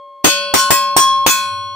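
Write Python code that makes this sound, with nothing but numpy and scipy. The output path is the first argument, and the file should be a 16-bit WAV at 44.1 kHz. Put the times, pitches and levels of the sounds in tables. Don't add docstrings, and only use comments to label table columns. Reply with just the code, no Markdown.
import sys
import numpy as np
from scipy import signal
from scipy.fft import rfft, irfft
from scipy.io import wavfile
from scipy.ndimage import uniform_filter1d

SR = 44100
rng = np.random.default_rng(int(sys.argv[2]) if len(sys.argv) > 2 else 0)


def gain_from_db(level_db):
    decades = np.asarray(level_db, float) / 20
    return 10 ** decades


def generate_wav(sig):
    pcm = np.round(np.clip(np.atleast_2d(sig).T, -1, 1) * 32767).astype(np.int16)
    wavfile.write(sys.argv[1], SR, pcm)


N = 77175


def read(points, hz):
    f, value = np.transpose(points)
    return np.interp(np.log(hz + 1), np.log(f + 1), value)


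def noise(points, same):
    a, b = rng.standard_normal((2, N))
    pair = np.array([a, same * a + np.sqrt(1 - same ** 2) * b])
    spectrum = rfft(pair) * gain_from_db(read(points, np.fft.rfftfreq(N, 1 / SR)))
    x = irfft(spectrum, N)
    return x / x.std()


def tone(hz, lead):
    return np.sin(2 * np.pi * hz * np.arange(N) / SR + np.array([[lead], [0]]))


BLOWS_S = [
    .2437,
    .5385,
    .7045,
    .9648,
    1.2637,
]


def since():
    t, at = np.arange(N) / SR, np.array(BLOWS_S)
    k = np.searchsorted(at, t, "right") - 1
    return t, k, np.where(k < 0, 0, t - at[k])


DRIFT = [1, 1, 1.0005, 1.0001, 1]


def ringing(hz, t60, size, turn):
    out = np.zeros((2, N))
    edges = [round(s * SR) for s in BLOWS_S] + [N]
    for j, drift in enumerate(DRIFT):
        step = np.exp((2j * np.pi * hz * drift - np.log(1000) / t60) / SR)[:, None]
        n = edges[j + 1] - edges[j]
        blocks = step ** (np.arange(n // 128 + 1) * 128)
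        start = (size[:, j] * np.exp(1j * turn[j]))[:, :, None] * blocks
        ring = np.einsum("cmb,mi->cbi", start, step ** np.arange(128), optimize=True).imag
        out[:, edges[j]:edges[j + 1]] = ring.reshape(2, -1)[:, :n]
    return out


# (frequency [Hz], level [dB])
YARD = [(30, -12), (170, -28.5), (350, -8), (900, -19), (12000, -35.5)]


def yard():
    return gain_from_db(-66) * noise(YARD, 0.4)


# (frequency [Hz], level at start [dB], t60 [s])
EARLIER = [(571, -38.5, 1.7), (1070.3, -34.5, 4.5), (2176, -64, 10), (3274, -54, 1.5), (3340, -64, 3.9),
           (4310, -67, 10)]


def earlier_ring():
    t, k, age = since()
    return sum(gain_from_db(db - 60 * t / t60) * tone(hz, 0.1) for hz, db, t60 in EARLIER) * (k < 0)


# (frequency [Hz], level [dB])
FLAP = [(97, 10), (112, 3)]
# (time [s], level [dB])
SWING = [
    (.24, -96),
    (.9, -72),
    (1.08, -58),
    (1.25, -56),
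    (1.36, -71),
    (1.54, -48.5),
    (1.75, -55),
]


def flap():
    t = np.arange(N) / SR
    return sum(gain_from_db(db) * tone(hz, 0.1) for hz, db in FLAP) * gain_from_db(np.interp(t, *np.transpose(SWING)))


def look_ahead():
    t, k, age = since()
    coming = np.append(BLOWS_S, np.inf)[k + 1]
    return gain_from_db(-9 * np.exp((t - coming) / 0.0035))


# (frequency [Hz], level [dB])
CLANG = [(300, -48), (1000, -1), (3300, -3.5), (8500, -10.5), (10400, -16.5), (15500, -10)]
CLANG_SAME = 0.054


def graze():
    t, k, age = since()
    swell = np.exp(np.minimum(t - BLOWS_S[0], 0) / 0.0014)
    return gain_from_db(-16) * swell * (k < 0) * noise(CLANG, CLANG_SAME)


KICK_DB = [-6, -1, 0, 2, 3]


def kick():
    t, k, age = since()
    u = np.maximum(age - 0.0002, 0)
    return -gain_from_db(KICK_DB)[k] * np.sin(2 * np.pi * 850 * u) * np.exp(-u / 0.0012)


def attack(age):
    return np.minimum(age / 0.0018, 1)


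# (clang [dB], clang length [s], thud [dB], fine modes [dB])
BLOWS = [
    (-6.5, 0.035, -7, -31),
    (-8.5, 0.037, -12, -30.5),
    (-8, 0.027, -12.5, -32),
    (-9.5, 0.032, -14, -35.5),
    (-6.5, 0.031, -14, -30),
]
# (frequency [Hz], level [dB])
THUD = [(35, -51), (70, -7.5), (320, -0.6), (800, -3), (1500, -10), (3000, -63)]


def clang():
    t, k, age = since()
    clang_db, length_s, thud_db, _ = np.array(BLOWS)[k].T
    late = np.maximum(age - length_s, 0)
    shape = gain_from_db(-8.5 * age / length_s - 20 * late / 0.033)
    rattle = uniform_filter1d(rng.standard_normal(N), size=round(0.002 * SR))
    rough = gain_from_db(clang_db + 1.2 * rattle / rattle.std()) * noise(CLANG, CLANG_SAME)
    return attack(age) * shape * (rough + gain_from_db(thud_db) * noise(THUD, 0.1))


DUCK_DB = [-6.5, -11.5, -5, -4, -10]


def duck():
    t, k, age = since()
    u = age / np.array(BLOWS)[k, 1]
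    gain = gain_from_db(np.array(DUCK_DB)[k] * np.cos(np.pi / 2 * np.clip(u / 1.86, 0, 1)) ** 2)
    return np.where(k < 0, 1, attack(age) * gain)


GAPS_HZ = [2840, 3860, 5170, 5790, 7240, 8890, 10400, 11480, 12950]


def gaps(hz):
    return -20 * np.exp(-((hz[:, None] - GAPS_HZ) / 100) ** 2).sum(1)


# (frequency [Hz], level per Hz [dB])
MURK = [(30, -17), (300, -9.5), (1500, -8.5), (8000, -24), (13000, -71)]


def murk():
    t, k, age = since()
    spectrum = rfft(noise(MURK, 0.22)) * gain_from_db(gaps(np.fft.rfftfreq(N, 1 / SR)))
    return attack(age) * gain_from_db(-40.5 - 60 * age / 0.82) * irfft(spectrum, N)


# (frequency [Hz], t60 [s], left lead [rad])
BODY = [(312.8, 0.13, 1.5), (379, 0.11, 2.9), (71, 0.11, 2.7)]
BODY_DB = [(-5, -29, -20.5, -12.5, -16), (-16.5, -7, -8, -27, -42), (-26, -38, -14.5, -40, -48)]


def body():
    hz, t60, lead = np.transpose(BODY)
    return ringing(hz, t60, gain_from_db(BODY_DB), [lead * [[1], [0]] + np.pi] * len(BLOWS_S))


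DISC_HZ = [569.7, 1070.4, 1488.3, 1649, 1863, 2252, 2515.5, 2567.5, 2675.6, 3051, 3276.2, 3342.2, 4067,
           4292]
# (t60 [s], left lead [rad], peak [dB] at each of the five struck spots)
DISC = [(10.7, 0.36, -24, -31, -28, -35.5, -38.5), (2.46, 0.13, -21, -10.5, -10, -6, -13.5),
        (1.09, 0.3, -17.5, -14.5, -25, -33.5, -19.5), (0.54, 1.32, -32, -25, -22.5, -21, -24),
        (0.48, -2.9, -14.5, -22.5, -39, -19.5, -16.5), (0.68, -0.51, -27.5, -44, -30, -54, -25),
        (0.76, -0.79, -17, -36, -28.5, -32.5, -17.5), (0.4, 0.49, -15, -27, -14.5, -38.5, -11.5),
        (1.35, 1.47, -20.5, -28, -29, -37.5, -39), (0.59, -0.9, -15.5, -23.5, -34, -44, -64),
        (2.6, 1.25, -25.5, -29.5, -28.5, -29.5, -33), (2.44, 1.17, -25, -37, -32.5, -18.5, -26),
        (0.79, 0.25, -27, -24.5, -52, -28, -23.5), (2.16, 1.56, -23, -23, -24.5, -31.5, -24)]
SWEPT = [0, 10, 11, 13]
# (sweeps [per s], depth [dB], phase [rad] at each of the five blows)
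TWINS = [(2.6, -15.5, -2.5, 4, 6.5, 14, 2.5), (4.1, 0.5, 4, 0, -2, -2, 6.5),
         (4.08, 0, -5.5, -2, 2, -2.5, -3), (7, -17, 0.5, 2, -3.5, 3.5, -5.5)]


def disc():
    hz, rows, twins = np.array(DISC_HZ), np.array(DISC), np.array(TWINS)
    t60, lead = rows[:, 0], rows[:, 1] * [[1], [0]]
    main = ringing(hz, t60, gain_from_db(rows[:, 2:]), [lead] * len(BLOWS_S))
    size = gain_from_db(rows[SWEPT, 2:] + twins[:, 1:2])
    turn = twins[:, 2:].T[:, None] + 0.17 * lead[:, SWEPT]
    return main + ringing(hz[SWEPT] + twins[:, 0], 0.47 * t60[SWEPT], size, turn)


def modes(hz, t60, spot_db):
    draw = rng.random((len(hz), 32)).T
    turn = 2 * np.pi * draw[:30].reshape(3, 5, 2, -1)
    up, down = 2.7 + 0.0028 * hz * draw[30:]
    side = gain_from_db(spot_db - 5)
    brief = np.minimum(0.73 * t60, 0.41)
    main = ringing(hz, t60, gain_from_db(spot_db), turn[0])
    return main + ringing(hz + up, brief, side, turn[1]) + ringing(hz - down, brief, side, turn[2])


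RIM_HZ = [3480, 3673, 4483, 4609, 4814, 4980, 5373, 5416, 5657, 7838, 9079, 9546, 3007, 7547]
ROD_HZ = [5512, 5963, 6089, 6481, 6922, 7090, 8247, 8308, 8718, 9259, 13639, 13854, 14758, 15356]
WEB_HZ = [1403, 1925, 2353, 2431, 2947, 3426, 3569, 5257, 6263, 6328, 6802, 6858, 7351, 8411, 8589, 9176,
          9464, 9698, 10034, 10546, 10947, 11256, 11606, 12417, 14901]
# (t60 [s], peak [dB] at each of the five struck spots)
RIM = [(0.62, -18, -23, -47, -34, -22.5), (0.57, -22, -30.5, -35, -30, -27.5),
       (0.49, -11, -13.5, -54.5, -25, -23), (1.1, -18, -47, -62, -48, -49), (0.44, -29, -53, -36, -26, -32),
       (0.55, -23, -35, -16, -23.5, -20), (0.37, -37, -15, -37, -25.5, -29),
       (0.68, -21.5, -25, -21.5, -19, -28), (2.3, -45, -42, -42, -54, -34.5),
       (0.67, -28.5, -22.5, -48, -42, -26.5), (0.82, -32, -29, -36, -32.5, -31.5),
       (0.78, -53, -72, -57, -36, -28), (0.75, -26, -20, -34.5, -54, -43), (0.28, -28, -27, -11, -33, -25)]
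ROD = [(0.26, -26.5, -4, -21, -8.5, -12.5), (0.26, -28, -8, -35, -14, -9), (0.36, -30, -12, -41, -9, -16.5),
       (0.3, -5, -42, -30, -36, -11), (0.31, -13, -29, -20.5, -27, -9.5), (0.24, -37, -9, -36, -20, -16),
       (0.21, -14.5, -1.5, -12, -5, -21), (0.29, -19, -26, -21, -15, -38), (0.18, -11, -43, -35, -12, -16),
       (0.21, -19, -22, -42, -15, -49), (0.24, -26, -20, -31, -18, -7), (0.3, -28, -22, -47, -34, -31),
       (0.23, -51, -32, -5, -38, -7.5), (0.18, -29, -40, -7, -19, -46)]
WEB = [(1.04, -62, -24, -47.5, -59, -33.5), (0.34, -36, -30, -20, -28.5, -43),
       (1.1, -43.5, -48, -34, -36, -59), (0.24, -15, -24, -26, -30, -23), (3, -37, -35, -54, -49, -37),
       (0.22, -48, -13, -36.5, -41, -10), (0.18, -12, -23, -43, -46, -16),
       (0.43, -47, -22, -23.5, -21, -49), (0.24, -37, -34, -36, -15.5, -34), (0.2, -42, -31, -34, -42, -37),
       (0.33, -38, -23, -27, -39, -26), (0.32, -31, -22, -30, -25, -18), (0.28, -35, -9.5, -23, -38, -59),
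       (0.32, -14, -41, -45, -40, -32), (0.24, -37, -50, -39, -8, -31), (0.25, -32, -13, -31, -29, -38),
       (0.39, -41, -54, -37, -34, -32), (0.1, -39, -20, -18, -16, -20.5), (0.43, -43.5, -64, -47, -44, -22),
       (0.47, -38, -23, -82, -32, -55), (0.51, -42, -29, -46, -37, -26), (0.78, -57, -58, -44, -58, -38),
       (0.2, -67, -26, -22, -43, -35), (0.24, -26, -30, -57, -45, -35), (0.26, -31, -42, -50, -36, -26)]


def rim_rod_web():
    hz = np.concatenate([RIM_HZ, ROD_HZ, WEB_HZ]).astype(float)
    steel = np.concatenate([RIM, ROD, WEB])
    return modes(hz, steel[:, 0], steel[:, 1:])


# (frequency [Hz], level [dB])
FINE_COLOUR = [(1300, -21.5), (4000, -4), (8500, 1), (10500, -4.5), (14500, 3)]


def fine(count=520):
    draw = rng.standard_normal((count, 6))
    hz = 1300 + 14300 * rng.random(count)
    t60 = 0.37 * (hz / 4000) ** -0.62 * np.exp(0.25 * draw[:, 5])
    colour = read(FINE_COLOUR, hz) + gaps(hz)
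    return modes(hz, t60, np.array(BLOWS)[:, 3] + colour[:, None] + 5.0 * draw[:, :5])


# (frequency [Hz], level [dB], t60 [s])
FAINT = [(178, -56, 3.8), (195, -40.5, 1.4), (296, -64, 6.6), (367, -58, 17), (826, -38, 0.47),
         (2200, -48.5, 7.2), (11256, -57.5, 2.6)]


def faint():
    t, k, age = since()
    return sum(gain_from_db(db - 60 * age / t60) * tone(hz, 0.44) for hz, db, t60 in FAINT) * (k >= 0)


def scene():
    gain = duck()
    clear = disc() + earlier_ring() + faint() + flap()
    steel = rim_rod_web() + fine()
    ring = gain * clear + gain ** 1.21 * steel
    blade = clang() + murk() + kick() + body() + graze() + look_ahead() * ring
    return blade * gain_from_db([[0.89], [-0.89]]) + yard()


def top_cut(x):
    return signal.sosfilt(signal.butter(12, 15760, fs=SR, output="sos"), x)


def record(dry):
    ceiling = 1.25
    x = ceiling * np.tanh(dry / ceiling)
    x = signal.lfilter(*signal.butter(1, 35, "high", fs=SR), x)
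    x = signal.oaconvolve(x, signal.firwin(255, 15700, fs=SR)[None], "same")
    mix = np.clip(x, -1, 1)
    return top_cut(mix)


dry = scene()
out = record(dry)
generate_wav(out)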